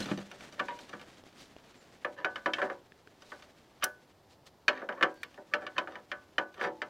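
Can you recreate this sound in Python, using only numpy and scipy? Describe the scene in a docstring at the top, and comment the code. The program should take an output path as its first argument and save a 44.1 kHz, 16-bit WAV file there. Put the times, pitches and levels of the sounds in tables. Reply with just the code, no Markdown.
"""Outdoors, a ratchet strap is fitted over a plastic fuel can that stands in a steel carrier tray.
First a hand bumps the can, as sleeves rub and small parts tick over faint open air and hiss.
Two dry taps lead to a cluster of knocks and drags on the tray; more taps and sliding webbing follow.
Then the spring catch snaps, webbing slides again and a long, dense run of knocks rings to the end.
Struck steel is damped modes plus decaying noise: hard contacts clack, soft ones clunk; cloth is noise."""
import sys
import numpy as np
from scipy import signal
from scipy.fft import rfft, irfft, next_fast_len
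from scipy.io import wavfile
from scipy.ndimage import map_coordinates

SR = 44100
rng = np.random.default_rng(int(sys.argv[2]) if len(sys.argv) > 2 else 0)


def pcm_store(signal):
    """Save signal as 16-bit PCM."""
    levels = np.round(np.clip(np.atleast_2d(signal), -1, 1) * 32767)
    wavfile.write(sys.argv[1], SR, levels.astype(np.int16).T)


N = 304245
T = np.arange(int(.6 * SR)) / SR  # time axis of one single sound (s)

# Buckle and hook knock on the tray: start_s, level_db, hardness_db,
# spot_hz (pitch of the struck spot), hook_db (hook ring relative to level_db)
CONTACTS = [(0.114, -40, 4.5, 1080, -27), (0.594, -36.5, 5, 2420, -20), (0.598, -31.5, -1, 1730, -12),
            (0.684, -40, 0.5, 2330, -14), (0.931, -43.5, -6, 1830, -12), (2.047, -31, -4, 2490, -22),
            (2.246, -28, 0, 2480, -4), (2.358, -39.5, 3.5, 2964, -2.5), (2.459, -26.5, -4.5, 2010, -12),
            (2.535, -35, 11, 3160, -8), (2.584, -35, -7.5, 1760, -9), (2.617, -29.5, -6, 2160, -10.5),
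            (2.627, -32, -8, 1250, -28), (2.699, -36.5, -10.5, 2190, -41), (3.319, -44, -3.5, 1840, -7.5),
            (3.825, -36, 3.5, 1670, -22), (3.833, -31, 5, 3067, -3), (4.681, -21.5, 5.5, 2516, -35),
            (4.73, -45, -2, 1750, -25), (4.817, -42.5, -17.5, 1750, -14), (4.889, -33.5, -5.5, 1230, -15),
            (4.924, -43.5, -5.5, 2990, -14), (4.977, -48.5, -12, 1750, -13), (5.01, -32, -6, 1700, -13),
            (5.026, -23, 1, 2140, -31), (5.03, -24, 1, 2920, -25), (5.232, -44, 11.5, 1800, -16.5),
            (5.377, -52, -25.5, 1200, -12), (5.537, -25.5, 1.5, 2270, -15), (5.666, -40, 4.5, 1730, -9),
            (5.781, -27.5, 4, 3020, -13.5), (5.873, -40.5, -6, 2150, -23), (5.955, -43, -0.5, 3000, -26),
            (6.116, -35.5, 3, 2374, -7), (6.382, -26, 0.5, 3044, -7), (6.612, -32.5, -4.5, 2200, -31),
            (6.672, -44, -8, 1200, -28), (6.818, -33.5, 1, 2970, -19)]
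# Hook and buckle drag over the tray: start_s, end_s, level_db, hardness_db
DRAGS = [(0, 0.011, -36, 5), (.057, 0.133, -42, 7.5), (0.575, 0.628, -40.5, -6), (0.685, 0.73, -39.5, 2.5),
         (.92, .955, -46, 5), (2.159, 2.235, -41, -0.5), (2.557, 2.674, -38, -1.5), (2.627, 2.722, -46, -5),
         (3.809, 3.858, -41, 9), (4.733, 4.84, -41.5, 2), (4.961, 5.11, -43, -7), (5.512, 5.545, -43, -9),
         (5.593, 5.675, -42, -6.5), (5.753, 5.792, -37.5, -2), (5.883, 5.998, -47.5, -0.5),
         (6.558, 6.682, -36.5, -2), (6.615, 6.686, -27.5, -2)]
# The spring catch snaps: start_s, level_db
CATCH_SNAPS = [(3.8397, -28), (5.141, -69), (5.231, -53)]
# Dry taps on steel that the fingers hold still: start_s, level_db, pitch_hz
TAPS = [(1.238, -54, 540), (1.565, -50.5, 600), (2.921, -55, 1740), (3.074, -54, 1530)]
# Loose bars of the frame sing on: start_s, pitch_hz, level_db, t60_s
BARS = [(.685, 959, -32, 0.29), (4.683, 920, -55, 0.21), (4.682, 1800, -41, 0.25), (5.031, 1604, -50, 0.67),
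        (6.65, 870, -46, 0.79)]
# Loose parts of the buckle tick: start_s, level_db
TICKS = [(0.058, -46.5), (0.175, -48.5), (0.187, -53), (0.314, -48.5), (0.407, -52), (0.524, -57),
         (0.789, -51), (0.893, -53), (.995, -55.5), (1.013, -53), (3.221, -56), (3.423, -55.5), (4.47, -77),
         (5.343, -60.5), (6.542, -58)]
# A hand bumps the can: start_s, level_db
BUMPS = [(.001, -40.5), (0.058, -43.5), (0.111, -31.5), (.176, -39), (0.602, -51), (0.933, -49.5)]
# Webbing slides and is brushed: start_s, end_s, level_db
SLIDES = [(0, 0.013, -36), (0.787, 0.853, -56), (1.367, 1.472, -52.5), (3.205, 3.454, -59.5),
          (4.286, 4.36, -62), (4.457, 4.487, -52), (4.7, 4.823, -71), (6.598, 6.676, -53.5)]
# Thin, wavering high tones, two short squeaks and a faint breathy one: start_s, end_s, pitch_hz, level_db
THIN_TONES = [(0.023, 0.039, 4100, -38), (1.762, 1.84, 7250, -68), (5.13, 5.3, 4500, -67.5)]
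# Movement of the arms, heard as rubbing cloth: time_s, level_db
ARM_MOVEMENT = [(0, -51), (.25, -63), (.45, -61.5), (1.1, -67), (1.8, -68.5), (2.2, -73.5), (2.6, -65),
                (2.9, -79), (3.4, -70.5), (4.58, -84), (5.2, -71), (6.5, -77), (6.9, -71.5)]

# Modes of each struck body. Rim: pitch_hz, level_db (relative within the body), t60_s
RIM_MODES = [(986, -6.5, 0.24), (1101, -13.5, 0.3), (1156, 1, 0.093), (1206, -2.5, 0.065), (1311, -3, 0.15),
             (1340, -19, 0.12), (1457, -4.5, 0.097), (1520, 1.5, 0.11), (1622, -0.5, 0.085),
             (1682, -4, 0.12), (1753, 2, 0.11), (1860, -0.5, 0.077), (2273, -10.5, 0.087),
             (2730, -33, 0.06), (3060, -24, 0.17), (2950, -23, 0.049), (3950, -42.5, 0.12)]
# First slap of the rim: pitch_hz, level_db (relative), t60_s
RIM_SLAP_MODES = [(1078, -10, 0.084), (1190, -3.5, 0.064), (1429, 0.5, 0.028), (1760, 5, 0.015),
                  (1728, 5, 0.028)]
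# Buckle: pitch_hz, level_db (relative), t60_s
BUCKLE_MODES = [(2178, -2.5, 0.074), (2390, 7, 0.031), (2710, -8.5, 0.077), (2940, -3.5, 0.062),
                (3320, -19, 0.064), (3635, -2, 0.04), (4126, -13.5, 0.077), (4620, -7, 0.03),
                (6020, -14.5, 0.028)]
# Tray floor: pitch_hz, level_db (relative), t60_s
TRAY_MODES = [(209.5, -18.5, 0.35), (260, -11.5, 0.26), (317.1, -8, 0.34), (355.3, -10, 0.37),
              (388, -3, 0.2), (438, -8.5, 0.15), (494, -4, 0.28), (530, -4, 0.16), (560, -0.5, 0.23),
              (594.6, -0.5, 0.23), (621.3, -12, 0.19), (666.5, -6, 0.17), (698, -10.5, 0.18), (750, 0, 0.2),
              (791, -9.5, 0.096)]
# Hook: pitch_hz, level_db (relative), t60_s
HOOK_MODES = [(1183, -8, 0.31), (1463, -6, 0.2), (1498, 1, 0.29), (1597, -5, 0.2), (1703, -6, 0.21)]
# Small spring catch: pitch_hz, level_db (relative), t60_s
CATCH_MODES = [(5830, 3.5, .024), (7370, -4.5, 0.026), (8290, 2, 0.022), (11800, -11, .036),
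               (13700, -7, .022), (14350, -12, 0.05)]
# Hollow plastic can: pitch_hz, level_db (relative), t60_s
CAN_MODES = [(119.5, -9, 0.21), (157.7, -4.5, 0.24), (199.7, -1.5, 0.32), (237, -3.5, 0.17),
             (286.5, -0.5, 0.15), (332, 3, 0.1), (430, -2.5, 0.097), (521, -2.5, .1), (615, 1, 0.078),
             (827, -9, 0.065)]

# Noise colours, relative within each. Wash behind the rim modes: frequency_hz, level_db (per Hz)
RIM_WASH = [(550, -42.5), (900, -31.5), (1170, 6), (1750, -4.5), (2050, -3), (3100, -19.5), (5000, -52)]
# Wash behind the tray floor modes: frequency_hz, level_db (per Hz)
TRAY_WASH = [(60, -47), (140, -13), (330, -4.5), (580, -0.5), (760, -4), (950, 0.5), (1400, -56.5)]
# Crack of the buckle, also grit of drags and click of taps: frequency_hz, level_db (per Hz)
CRACK_COLOUR = [(900, -34), (2100, -6.5), (2400, -7), (3150, 4), (3600, -10.5), (5000, -11.5),
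                (6200, -18.5), (7500, -26), (12000, -53)]
# Bright edge of a contact or snap: frequency_hz, level_db (per Hz)
EDGE_COLOUR = [(2500, -12.5), (5500, 2), (7000, -1.5), (8400, -9), (9500, -0.5), (13000, -5), (16000, -7.5)]
# Weave of the webbing: frequency_hz, level_db (per Hz)
WEAVE_COLOUR = [(500, -2), (1800, -2), (4200, 1.5), (6500, -5.5), (9000, -12), (14000, -22.5),
                (16000, -26.5)]
# Sleeve cloth: frequency_hz, level_db (per Hz)
CLOTH_COLOUR = [(71, -15), (120, -6), (284, -2), (473, -7.5), (592, -7), (1010, -13), (1750, -10),
                (2590, -14), (3240, -13.5), (7200, -22.5), (16000, -44)]
# Open air: frequency_hz, level_db (per Hz)
AIR_COLOUR = [(20, -16), (45, -7), (75, 1.5), (110, 2), (200, -0.5), (400, 0), (780, -2.5), (1260, -10),
              (2320, -18.5), (4800, -18.5), (8900, -31.5), (14700, -29.5), (16000, -44)]
# Hiss of each channel: frequency_hz, level_db (per Hz)
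HISS_COLOUR = [(100, 14.5), (1000, -7.5), (4000, -6.5), (8000, 1), (16000, -1)]

CLACK_DB, CLUNK_DB, EDGE_DB = -7.5, -9, -35  # buckle, tray floor, bright edge: vs rim at hardness 0
CLUNK_LOSS, EDGE_GAIN = 0.51, 0.55  # dB that the clunk loses and the edge gains per dB of hardness
SPOT_DB, SPOT_T60_S = -2.5, 0.041  # the struck spot's own tone, relative to the buckle; ring time
DRAG_PEAK, SLIDE_PEAK = 0.31, 0.39  # share of its length before a drag, or a slide or thin tone, peaks
DRAG_CHATTER_DB = -11.5  # buckle chatter of a drag, relative to the rim at hardness 0
TAP_T60_S, TAP_FLESH_DB = 0.012, -4.5  # ring time; low knock of the finger, relative to the tap's tone
TICK_TILT_DB = 14  # brightness per octave, before its random spread
TICK_RIM_DB, TICK_TRAY_DB, TICK_EDGE_DB = -1.5, -5.5, -16.5  # what rings along, relative to the buckle
JINGLES_PER_S, JINGLE_DB = 4, 0.5  # fainter ticks: rate; level over the arm movement
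CLOTH_DB = 8  # cloth rustle over the arm movement
TOP_HZ = 16100  # upper band limit


def amp(db):
    """Decibels to a linear gain."""
    return 10 ** (np.asarray(db) / 20)


def unit(x):
    """Scaled to rms 1."""
    return x / np.sqrt(np.mean(x ** 2) + 1e-20)


def opening(x, count):
    """Scaled to rms 1 over its first count milliseconds."""
    return x / np.sqrt(np.mean(x[:count * SR // 1000] ** 2) + 1e-20)


def fade(t60):
    """A decay of 60 dB in t60 seconds."""
    return np.exp(-np.log(1000) * T / t60)


def swell(seconds):
    """A vibration that needs a moment to build up; seconds is its time constant."""
    return 1 - np.exp(-T / seconds)


def sine(hz):
    """A steady pure tone."""
    return np.sin(2 * np.pi * hz * T)


def noise(colour, size):
    """Noise of rms 1, coloured by a frequency and level table."""
    m = next_fast_len(size)
    f, db = np.transpose(colour)
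    bins_hz = np.fft.rfftfreq(m, 1 / SR)
    gain = amp(np.interp(np.log(bins_hz + 1), np.log(f + 1), db))
    return unit(irfft(rfft(rng.standard_normal(m)) * gain, m)[:size])


def wobble(rate):
    """A smooth random curve, rate knots a second."""
    knots = rng.standard_normal(int(N * rate / SR) + 4)
    return map_coordinates(knots, [np.arange(N) * rate / SR])


def ring(modes, scatter_db, detune):
    """Damped modes; each blow gives them new strengths, signs and slight detuning."""
    total = np.zeros(len(T))
    for hz, db, t60 in modes:
        strength, pitch, sign = rng.standard_normal(3)
        level = np.sign(sign) * amp(db + scatter_db * strength)
        total += level * fade(t60) * sine(hz * (1 + detune * pitch))
    return opening(total, count=10)


def tilt_highs(modes, tilt_db):
    """Tilts the levels of the modes above 2 kHz by tilt_db an octave."""
    return [(hz, db + tilt_db * np.log2(max(hz, 2000) / 2000), *rest) for hz, db, *rest in modes]


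def stroke(length, peak_share, edge_db):
    """A level that rises to a peak, eases off and is let go."""
    release = np.exp(-np.maximum(T - length, 0) / .008)
    peak_s = length * np.clip(peak_share, .05, .95)
    return amp(np.interp(T, [0, peak_s, length], [edge_db, 0, edge_db])) * release


def add(track, s, sound):
    """Lay a sound on the track at time s."""
    start = min(N, max(0, round(s * SR)))
    track[start:start + len(sound)] += sound[:N - start]


def contacts():
    """Every knock rings the rim; the harder it is, the more it clacks and the less the tray clunks."""
    out = np.zeros(N)
    for s, db, hardness_db, spot_hz, hook_db in CONTACTS:
        hook = amp(hook_db) * ring(HOOK_MODES, scatter_db=2, detune=.002)
        spot = opening(sine(spot_hz) * fade(SPOT_T60_S), count=10)
        clack = amp(CLACK_DB + hardness_db) * (buckle(tilt_db=-1.0) + amp(SPOT_DB) * spot)
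        clunk = amp(CLUNK_DB - CLUNK_LOSS * hardness_db) * tray()
        edge = amp(EDGE_DB + EDGE_GAIN * hardness_db) * snap()
        add(out, s, amp(db) * (rim() + clack + clunk + edge + hook))
    return out


def rim():
    """The rim slaps where it is hit, while many close modes ring on over a wash."""
    slap = ring(RIM_SLAP_MODES, scatter_db=9.0, detune=0.028)
    tones = amp(-2.5) * ring(RIM_MODES, scatter_db=3, detune=0.0024)
    wash = amp(-7.5) * noise(RIM_WASH, size=len(T)) * fade(0.15)
    return opening((slap + tones + wash) * swell(0.00062), count=10)


def buckle(tilt_db):
    """The hand-damped buckle gives a dry clack; its loose parts buzz briefly."""
    buzz_fade = amp(-14.0) * fade(0.13)
    crack = noise(CRACK_COLOUR, size=len(T)) * (fade(0.038) + buzz_fade)
    tones = ring(tilt_highs(BUCKLE_MODES, tilt_db), scatter_db=2, detune=0.0228)
    return opening((tones + crack) * swell(0.00046), count=10)


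def tray():
    """The loaded floor of the tray builds up slowly and answers with a hollow clunk."""
    tones = ring(TRAY_MODES, scatter_db=3.5, detune=0.0075)
    wash = amp(-3.5) * noise(TRAY_WASH, size=len(T)) * fade(0.21)
    return opening((tones + wash) * swell(0.0057), count=30)


def snap():
    """A hard edge of bright noise pings the short modes of the spring catch."""
    edge = noise(EDGE_COLOUR, size=len(T)) * (fade(0.025) + amp(-35.5) * fade(0.26))
    ping = ring(CATCH_MODES, scatter_db=2, detune=.005)
    return opening((opening(edge, count=10) + amp(-2.5) * ping) * swell(0.001), count=10)


def drags(slips_per_s=420, uneven_db=4.0):
    """Stick and slip: tiny irregular blows on the same steel, gritty and chattering when hard."""
    out = np.zeros(N)
    for start, end, db, hardness_db in DRAGS:
        force = stroke(end - start, DRAG_PEAK, edge_db=-17)
        slips = rng.random(len(T)) < slips_per_s / SR
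        blows = slips * amp(uneven_db * rng.standard_normal(len(T))) * force
        clunk = amp(-6.0 - CLUNK_LOSS * hardness_db) * tray()
        chatter = amp(DRAG_CHATTER_DB + hardness_db) * buckle(tilt_db=6)
        sound = signal.fftconvolve(blows, rim() + clunk + chatter)[:len(T)]
        # the ringing carries the same energy as the force curve
        sound *= np.linalg.norm(force) / (np.linalg.norm(sound) + 1e-12)
        grit = amp(-23 + hardness_db) * force * noise(CRACK_COLOUR, size=len(T))
        add(out, start, amp(db) * (sound + grit))
    return out


def catch(clunk_db=-21):
    """The spring catch snaps shut and jolts the tray a little."""
    out = np.zeros(N)
    for s, db in CATCH_SNAPS:
        add(out, s, amp(db) * (snap() + amp(clunk_db) * tray()))
    return out


def taps(flesh_hz=420, click_db=-9):
    """Steel held in the fingers hardly rings: a tap is over in a few milliseconds."""
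    out = np.zeros(N)
    for s, db, hz in TAPS:
        tone = sine(hz) + amp(TAP_FLESH_DB) * sine(flesh_hz)
        click = amp(click_db) * noise(CRACK_COLOUR, size=len(T))
        add(out, s, amp(db) * opening((tone + click) * fade(TAP_T60_S), count=10))
    return out


def bars():
    """Bars that are left free keep one clear tone after a knock."""
    out = np.zeros(N)
    for s, hz, db, t60 in BARS:
        add(out, s, amp(db) * sine(hz) * fade(t60) * swell(0.002))
    return out


def movement(s):
    """How briskly the arms move at time s, in dB."""
    return np.interp(s, *np.transpose(ARM_MOVEMENT))


def ticks():
    """Loose buckle parts tick brightly; fainter random ticks follow the strength of the arm movement."""
    out = np.zeros(N)
    times = rng.uniform(0, N / SR, round(JINGLES_PER_S * N / SR))
    levels = movement(times) + JINGLE_DB + 2 * rng.standard_normal(len(times))
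    for s, db in [*TICKS, *zip(times, levels)]:
        along = amp(TICK_RIM_DB) * rim() + amp(TICK_TRAY_DB) * tray() + amp(TICK_EDGE_DB) * snap()
        tilt_db = TICK_TILT_DB + rng.uniform(-9, 4.8)
        add(out, s, amp(db) * (buckle(tilt_db) + along))
    return out


def can():
    """The hollow plastic can thumps under a soft hand."""
    out = np.zeros(N)
    for s, db in BUMPS:
        thump = ring(CAN_MODES, scatter_db=3.5, detune=0.02) * swell(0.0027)
        add(out, s, amp(db) * opening(thump, count=30))
    return out


def webbing():
    """The weave zips over an edge in fine, bright catches."""
    out = np.zeros(N)
    for start, end, db in SLIDES:
        pressure = stroke(end - start, SLIDE_PEAK, edge_db=-12.5)
        add(out, start, amp(db) * pressure * noise(WEAVE_COLOUR, size=len(T)))
    catches = unit(amp(2.5 * wobble(900)))
    return out * catches


def thin_tones(waver=0.023):
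    """Thin high tones of randomly wavering pitch: two short squeaks and a faint breathy one."""
    out = np.zeros(N)
    for start, end, hz, db in THIN_TONES:
        pitch_hz = hz * (1 + waver * wobble(480)[:len(T)])
        tone = np.sin(2 * np.pi * np.cumsum(pitch_hz) / SR)
        add(out, start, amp(db) * stroke(end - start, SLIDE_PEAK, edge_db=-11) * tone)
    return out


def sleeves():
    """Cloth rubs in fine uneven catches, louder the more briskly the arms move."""
    grain = unit(amp(2.7 * wobble(45) + 1.73 * wobble(700)))
    return amp(movement(np.arange(N) / SR) + CLOTH_DB) * grain * noise(CLOTH_COLOUR, size=N)


def air():
    """Faint wind in distant trees: coloured noise whose level drifts slightly."""
    return amp(-63.5 + 0.27 * wobble(3.03)) * noise(AIR_COLOUR, size=N)


def scene():
    """One microphone feeds both channels."""
    steel = contacts() + drags() + catch() + taps() + bars() + ticks()
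    mono = steel + can() + webbing() + thin_tones() + sleeves() + air()
    return np.array([mono, mono])


def record(dry):
    """Each channel adds its own faint hiss; a steep low-pass sets the band limit."""
    hiss = amp(-79.5) * np.array([noise(HISS_COLOUR, size=N), noise(HISS_COLOUR, size=N)])
    m = next_fast_len(N + SR // 2)
    band = 1 / (1 + (np.fft.rfftfreq(m, 1 / SR) / TOP_HZ) ** 120)
    return irfft(rfft(dry + hiss, m) * band, m)[:, :N]


dry = scene()
out = record(dry)
pcm_store(out)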